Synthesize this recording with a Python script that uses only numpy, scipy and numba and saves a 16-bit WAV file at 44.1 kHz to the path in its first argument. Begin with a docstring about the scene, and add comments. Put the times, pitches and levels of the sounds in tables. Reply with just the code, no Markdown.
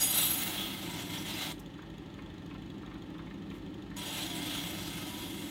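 """A long steel blade sings shrilly on a motor-driven grinding wheel in a small block-walled workshop.
It settles to a hissing rasp, is lifted off and is laid on again: random grit drives the resonances
of wheel and blade, and the hand's pressure sets their level. Underneath, tones at shaft orders and
shaped noise make the machine hum, throb, rumble and whirr; noise bursts tick once a turn and, while
the blade is off, rattle in pairs."""
import sys
import numpy as np
from scipy import signal
from scipy.fft import rfft, irfft, next_fast_len
from scipy.io import wavfile
from numba import njit

SR = 44100
rng = np.random.default_rng(int(sys.argv[2]) if len(sys.argv) > 2 else 0)


def materialize(psi):
    """Save the field psi as 16-bit PCM at rate SR to the path in sys.argv[1].

    A 1-D psi becomes a single channel; in a 2-D psi each row is a channel.
    """
    bounded = np.clip(np.atleast_2d(psi).T, -1, 1)
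    quanta = np.round(bounded * 32767).astype(np.int16)
    wavfile.write(sys.argv[1], SR, quanta)


N = 242545
TIME = np.arange(N) / SR
SIZE = next_fast_len(N, True)
HZ = np.fft.rfftfreq(SIZE, 1 / SR)

SHAFT_HZ = 24.982
FIRST_TICK_S = 0.02  # the wheel's high spot first passes

# the blade lies on the wheel: start_s, end_s, starting damping (factor on the modes' width),
# centre_hz that the contact excites most, treble offset_db
PASSES = [(0.0, 1.522, 3.4, 6200, 0), (3.968, 5.5, 2.4, 7300, 1)]
# colour of the gritty treble, shared by fizz and grazes: frequency_hz, relative density_db
FIZZ_COLOUR = [(3500, -51), (4700, -5.5), (6200, 0), (8300, -1.5), (11500, -2.5), (14500, 1), (16000, -10)]


def gain_of(db):
    """Decibels to amplitude."""
    return 10 ** (np.asarray(db) / 20)


def evened(x):
    """Scales to rms 1."""
    return x / np.sqrt(np.mean(x ** 2) + 1e-20)


def shape(points):
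    """Gain at every frequency from (Hz, dB) points, falling 24 dB an octave beyond the ends."""
    hz, db = np.transpose(points)
    octave, known = np.log2(HZ + 1), np.log2(hz)
    beyond = abs(octave - np.clip(octave, known[0], known[-1]))
    return gain_of(np.interp(octave, known, db) - 24 * beyond)


def filtered(x, response):
    """Filters x by a frequency response."""
    return irfft(rfft(x, SIZE) * response, SIZE)[:N]


def coloured(x, response):
    """Filters x by a frequency response and scales to rms 1."""
    return evened(filtered(x, response))


def mode(hz, width_hz):
    """Frequency response of one resonance, gain 1 at its centre."""
    return 1 / (1 + 2j * (HZ - hz) / width_hz)


def noise():
    """White noise of rms 1."""
    return rng.standard_normal(N)


def drift(rate_hz):
    """Slow random wander of rms 1: noise whose spectrum falls off around the rate."""
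    size = 2048
    hz = np.fft.rfftfreq(size, TIME[-1] / size)
    spectrum = rfft(rng.standard_normal(size)) * np.exp(-(hz / rate_hz) ** 2)
    slow = irfft(spectrum * (hz > 0))
    return np.interp(TIME, np.linspace(0, TIME[-1], size), evened(slow))


def swell(centre_s, half_s):
    """A smooth bump of height 1 around a moment."""
    return np.exp(-((TIME - centre_s) / half_s) ** 2)


def runout(depth_db):
    """The wheel is slightly out of true: a swell once a turn."""
    turns = SHAFT_HZ * (TIME - FIRST_TICK_S)
    return gain_of(depth_db * np.cos(2 * np.pi * (turns - .15)))


def contact(touch_s=0.0074, lift_s=0.011):
    """1 while the blade lies on the wheel, 0 while it is lifted, with short ramps between."""
    ramps = [np.interp(TIME, [on - touch_s, on, off, off + lift_s], [0, 1, 1, 0]) for on, off, *_ in PASSES]
    return sum(ramps)


def pass_age():
    """Which pass is the latest at each moment, and the seconds since it began."""
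    starts = np.transpose(PASSES)[0]
    latest = np.searchsorted(starts[1:], TIME)
    return latest, np.maximum(TIME - starts[latest], 0)


def throb(crest_db=-53, loaded_db=-4, belt_hz=3.02, crest_s=1.27, depth=0.64):
    """The motor's deep hum swells once per lap of the drive belt, less while the blade steadies it."""
    lap = 1 + depth * np.cos(2 * np.pi * belt_hz * (TIME - crest_s))
    level = gain_of(crest_db + loaded_db * contact()) * lap / 2  # full level would need a lap gain of 2
    phase = 2 * np.pi * 2 * SHAFT_HZ * TIME + 0.397 * drift(3.6)
    return level * np.sqrt(2) * np.sin(phase)


def motor(hum_trim_db=-0.65, waver=0.25):
    """Half-orders of the shaft waver in pitch and level over the rumble of the housing."""
    # hum of the drive: multiple of half the shaft speed, level_db before the trim
    hum_orders = [(5, -63), (6, -64), (7, -62), (8, -56.5), (10, -57.5), (13, -54.5), (14, -59.5),
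                  (16, -56), (18, -60.5), (20, -60), (21, -66), (22, -58.5), (24, -61), (26, -61.5),
                  (27, -64.5)]
    # rumble of the housing: frequency_hz, relative density_db
    rumble_colour = [(15, -43), (25, -15), (49, -18), (75, -23), (108, -4.5), (139, -14), (166, 2),
                     (211, 1.5), (231, -22.5), (252, -4), (301, 7), (364, -5.5), (398, -21), (447, -33),
                     (520, -9.5), (680, -62), (1140, -120)]
    hum = np.zeros(N)
    for order, level_db in hum_orders:
        turns = order * SHAFT_HZ / 2 * TIME
        phase = 2 * np.pi * (turns + rng.random()) + waver * drift(2.7)
        hum += gain_of(level_db) * np.sqrt(2) * (1 + waver * drift(2.04)) * np.cos(phase)

    # the rumble grows as the load builds up, and dips for a while after the first lift-off
    idle_db, load_db, load_build_s = -47, 3.5, .4
    lull_db, lull_after_s, lull_half_s = -5.5, 0.57, 0.41
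    load = contact() * np.minimum(pass_age()[1] / load_build_s, 1) ** 2
    lull = swell(PASSES[0][1] + lull_after_s, lull_half_s)
    rumble = gain_of(idle_db + load_db * load + lull_db * lull) * coloured(noise(), shape(rumble_colour))
    return gain_of(hum_trim_db) * hum + rumble


def whine(trim_db=1.5, loaded_hz=24.92, waver=0.7):
    """Under load, higher orders of a slightly slower shaft speed stand out."""
    # whine of the drive: multiple of the loaded shaft speed, level_db before the trim
    whine_orders = [(24, -67.5), (28, -66), (30, -73), (36, -72.5), (39, -63), (43, -78.5)]
    out = np.zeros(N)
    for order, level_db in whine_orders:
        phase = 2 * np.pi * (order * loaded_hz * TIME + rng.random()) + waver * drift(21)
        out += gain_of(level_db) * np.sqrt(2) * (1 + waver * drift(4.33)) * np.cos(phase)
    return gain_of(trim_db) * contact() * out


def wheel(whirr_db=-55.0, tick_db=-67.0, weak_db=-6.5, scatter_db=3.5, tick_decay_s=0.0034):
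    """The spinning wheel whirrs as shaped noise and ticks each turn, weak and strong by turns."""
    # whirr of the wheel: frequency_hz, relative density_db
    whirr_colour = [(240, -14.5), (400, -2.5), (498, -17.5), (528, -13.5), (793, -12.5), (1280, -16.5),
                    (1460, -22.5), (1870, -14), (2040, -19.5), (2140, -22), (3350, -19), (5040, -32.5),
                    (6560, -36.5), (8770, -43), (13000, -51)]
    # tick of the wheel: frequency_hz, relative density_db
    tick_colour = [(2400, -11), (3400, 10), (4400, -5.5), (5700, -29.5), (6500, 0), (7300, -8),
                   (8500, -21.5), (12300, -22.5), (13300, -10.5), (14500, -21), (16000, -16.5)]
    whirr = gain_of(whirr_db) * coloured(noise(), shape(whirr_colour)) * runout(depth_db=1.16)

    turn, part = np.divmod(SHAFT_HZ * (TIME - FIRST_TICK_S), 1)
    turn = turn.astype(int)
    scatter = scatter_db * (2 * rng.random(turn.max() + 2) - 1)
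    force_db = weak_db * (turn % 2 == 0) + scatter[turn]
    blows = np.exp(-part / SHAFT_HZ / tick_decay_s) * gain_of(force_db)
    return whirr + gain_of(tick_db) * coloured(blows * noise(), shape(tick_colour))


def rattles(decay_s=0.011, rise_s=0.0006, width_hz=260, ring_db=6):
    """A loose part knocks twice, one shaft turn apart; each pair stresses one of its resonances."""
    # pairs of knocks: start_s, first_db, second_db (both before rise, decay and the final sqrt(2)), ring_hz
    knock_pairs = [(1.788, -51, -55, 1600), (2.187, -49, -61, 1890), (2.509, -51.5, -49, 2620),
                   (2.831, -52, -51, 1320), (2.913, -50, -52.5, 1380), (3.151, -54, -48.5, 1500),
                   (3.269, -53, -53.5, 1900), (3.511, -49.5, -53, 2670), (3.914, -52.5, -56, 1850)]
    # colour of the knocks: frequency_hz, relative density_db
    knock_colour = [(500, -47), (1000, 10.5), (1350, 1.5), (1650, -1.5), (2200, 1), (2750, -3.5),
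                    (3600, -5.5), (6000, -32)]
    colour, out = shape(knock_colour), np.zeros(N)
    for start_s, first_db, second_db, ring_hz in knock_pairs:
        ring = gain_of(ring_db) * mode(ring_hz, width_hz)
        chatter = coloured(noise(), colour * (1 + ring))
        for turn, knock_db in enumerate((first_db, second_db)):
            age = np.maximum(TIME - start_s - turn / SHAFT_HZ, 0)
            envelope = (1 - np.exp(-age / rise_s)) * np.exp(-age / decay_s)
            out += gain_of(knock_db) * envelope * chatter
    return np.sqrt(2) * out


def grazes():
    """Light brushes on the steel: brief bright noise while the blade is lifted and brought back."""
    # grazes: centre_s, peak level_db, half length_s
    brushes = [(1.6, -54.5, .007), (3.538, -74, 0.065), (3.562, -73, .015)]
    level = sum(gain_of(level_db) * swell(centre_s, half_s) for centre_s, level_db, half_s in brushes)
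    return level * coloured(noise(), shape(FIZZ_COLOUR))


def grit(per_s, spread_db, smooth):
    """Countless grains strike the steel, a few of them hard, over an even scraping."""
    sizes = gain_of(spread_db * np.minimum(rng.exponential(1, N), 4)) * rng.choice([-1, 1], N)
    strikes = sizes * (rng.random(N) < per_s / SR)
    return evened(evened(strikes) + smooth * noise())


def rasp(wander_db=2.0):
    """Grit drags through the resonances of wheel and blade; each swells and fades as the contact shifts."""
    # colour of the rasp: frequency_hz, relative density_db
    rasp_colour = [(250, -51), (450, -16), (800, -11), (1100, -14), (1800, -14), (2500, -13), (3200, -7.5),
                   (4000, -9), (4700, -16), (6500, -21.5)]
    # broad resonances of the wheel and the held blade: centre_hz, width_hz, gain_db over the rasp
    body_modes = [(604, 50, 0), (740, 60, 3), (967, 38, 6.5), (1263, 23, 6.5), (1529, 74, 6.5),
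                  (2092, 197, 6.5), (2754, 113, 6), (3180, 41, -6), (3323, 220, 6.5), (3830, 88, -4),
                  (4090, 108, -2)]
    colour = shape(rasp_colour)
    out = filtered(grit(per_s=3000, spread_db=2.0, smooth=0.89), colour)
    for centre_hz, width_hz, gain_db in body_modes:
        level = gain_of(gain_db + wander_db * drift(7.6))
        out += level * filtered(noise(), colour * mode(centre_hz, width_hz))
    return evened(out)


def bite(pressure_db, hz=3820, width_hz=430, hard_db=-36, level_db=-41.0, growth=3.5):
    """A harsh upper band rises steeply with pressure, so that it flares only under a hard hand."""
    band = coloured(noise(), mode(hz, width_hz) ** 2)
    return band * gain_of(level_db + growth * np.minimum(pressure_db - hard_db, 1))


@njit
def resonate(x, keep, turn):
    """One resonance of gain 1: each sample it turns by a fixed angle and keeps a varying share of its swing."""
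    out, swing = np.zeros(len(x), np.complex128), 0j
    for i in range(len(x)):
        swing = keep[i] * turn * swing + (1 - keep[i]) * x[i]
        out[i] = swing
    return out


def ringing(hz, width_hz, skirt=7.0):
    """Grit rings one mode whose width follows a curve; a second, broader resonance steepens its skirts."""
    x = grit(per_s=920, spread_db=1.5, smooth=.3) + 0j
    for w in (width_hz, skirt * width_hz):
        x = resonate(x, np.exp(-np.pi * w / SR), np.exp(2j * np.pi * hz / SR))
    return evened(x.real / np.sqrt(width_hz))


def fizz(damping, centre_hz, reach_octaves=0.66, width_hz=60, slide_db=3, flutter_db=2.5, hiss_db=-11.0):
    """Grit sets the blade's modes singing; lying flat on the wheel damps them towards a plain hiss."""
    # bending and twisting modes of the blade: mode_hz, drive_db at a damping of 1
    blade_modes = [(4890, 1), (5760, -3), (6720, -1), (7770, 0), (8825, 1), (9060, -7), (9970, 0),
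                   (10280, -9), (11180, 0), (11560, -7), (12450, 1), (12880, -8), (13740, -4), (14170, -6),
                   (15160, -6), (15550, -4)]
    spread = np.sqrt(damping)  # a broad contact drives all modes more evenly
    ring, power = np.zeros(N), np.zeros(N)
    for mode_hz, drive_db in blade_modes:
        # each mode swells and fades as the contact passes its nodes
        wander_db = slide_db * spread / 2 * drift(6.4)
        distance = np.log2(mode_hz / centre_hz) ** 2 / (spread * reach_octaves ** 2)
        drive = gain_of(drive_db / spread + wander_db) / (1 + distance)
        flutter = evened(gain_of(flutter_db * drift(44.7)))
        ring += drive * ringing(mode_hz, width_hz * damping) * flutter
        power += drive ** 2
    share = gain_of(hiss_db) * damping ** .75
    hiss = coloured(grit(per_s=3800, spread_db=2.0, smooth=0.87), shape(FIZZ_COLOUR))
    return (ring / np.sqrt(power) + share * hiss) / np.hypot(1, share)


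def singing(pressure_db):
    """The blade's treble follows the pressure: shrill while it rings freely, softer then duller once flat."""
    # one early flare of the singing: centre_s, gain_db, half length_s
    flare_s, flare_db, flare_half_s = (0.03, 4.5, 0.043)
    # at first the blade rings freely, louder and less damped; then it settles flat, then dulls
    free_until_s, settle_s, dull_s = 0.27, 0.4, 0.29
    free_gain_db, free_damping = 14, .85
    # meanwhile the contact slides along it and excites ever higher modes
    free_start_hz, climb_octaves_per_s, free_top_hz = 8300, 2.3, 13700
    # the longer a pass lasts, the flatter the blade lies
    damping_doubles_s = 1.3
    # the treble grows more slowly than the rasp: growth in dB per dB of pressure
    usual_press_db, usual_treble_db, growth = -44.5, -50.5, 0.76

    *_, flat_damping, flat_hz, pass_db = np.transpose(PASSES)
    latest, age = pass_age()
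    flat = np.clip((TIME - free_until_s) / settle_s, 0, 1)
    dulled = np.clip((TIME - free_until_s - settle_s) / dull_s, 0, 1)
    pressed_damping = flat_damping[latest] * 2 ** (age / damping_doubles_s)
    damping = free_damping + (pressed_damping - free_damping) * flat
    free_hz = np.minimum(free_start_hz * 2 ** (climb_octaves_per_s * TIME), free_top_hz)
    centre_hz = free_hz + (flat_hz[latest] - free_hz) * dulled
    level_db = usual_treble_db + pass_db[latest] + growth * (pressure_db - usual_press_db)
    level_db = level_db + free_gain_db * (1 - flat) + flare_db * swell(flare_s, flare_half_s)
    return fizz(damping, centre_hz) * gain_of(level_db)


def grinding(rasp_trim_db=-1.0, judder_db=0.9):
    """Rasp, singing and bite follow the hand's pressure, and judder a little on the wheel."""
    # the hand in the first pass: time_s, pressure_db (level of the rasp before its trim)
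    first_press = [(0.0, -38), (0.08, -39), (0.21, -34.5), (0.372, -39), (0.71, -40.5), (0.744, -44),
                   (1.02, -43.5), (1.054, -49), (1.16, -41.5), (1.244, -48), (1.286, -40), (1.358, -41.5),
                   (1.418, -36.5), (1.52, -43.5)]
    # the hand in the second pass: time_s, pressure_db (level of the rasp before its trim)
    second_press = [(3.97, -45), (4.196, -38.5), (4.33, -43), (4.466, -42.5), (4.474, -40), (4.676, -43.5),
                    (5.206, -46), (5.362, -48.5), (5.48, -47)]
    pressure_db = np.interp(TIME, *np.vstack([first_press, second_press]).T)
    out = rasp() * gain_of(pressure_db + rasp_trim_db)
    out += singing(pressure_db) + bite(pressure_db)
    return contact() * out * runout(depth_db=0.74) * gain_of(judder_db * drift(44))


def workshop(x, wet_db=-11, t60_s=.18):
    """Close surfaces return a few softened reflections and a short, dense tail of random echoes."""
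    # nearest surfaces: delay_s, gain (linear, its sign the polarity)
    reflections = [(.0023, .18), (.0041, -.2), (.0067, .2), (.0098, -.18)]
    echoes = noise() * (rng.random(N) < 2000 / SR) * (TIME > .008)
    tail = echoes * gain_of(-60 * TIME / t60_s)
    response = gain_of(wet_db) * tail[:SR // 2] / np.linalg.norm(tail)
    response[0] = 1  # direct sound
    for delay_s, gain in reflections:
        # a sinc five samples wide dulls the reflection
        response += gain * np.sinc((TIME[:SR // 2] - delay_s) * SR / 5) / 5
    return signal.fftconvolve(x, response)[:N]


def scene(self_noise_db=-78):
    """The machine and the blade over the microphone's faint hiss, the same in both channels."""
    mono = motor() + throb() + whine()
    mono += workshop(wheel() + rattles() + grinding() + grazes())
    mono += gain_of(self_noise_db) * noise()
    return np.array([mono, mono])


def record(dry, edge_hz=15900):
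    """Band limit: a steep low-pass takes away the treble above its edge."""
    lowpass = signal.firwin(1023, edge_hz, window=("kaiser", 9), fs=SR)
    return signal.oaconvolve(dry, lowpass[None], "same")


dry = scene()
out = record(dry)
materialize(out)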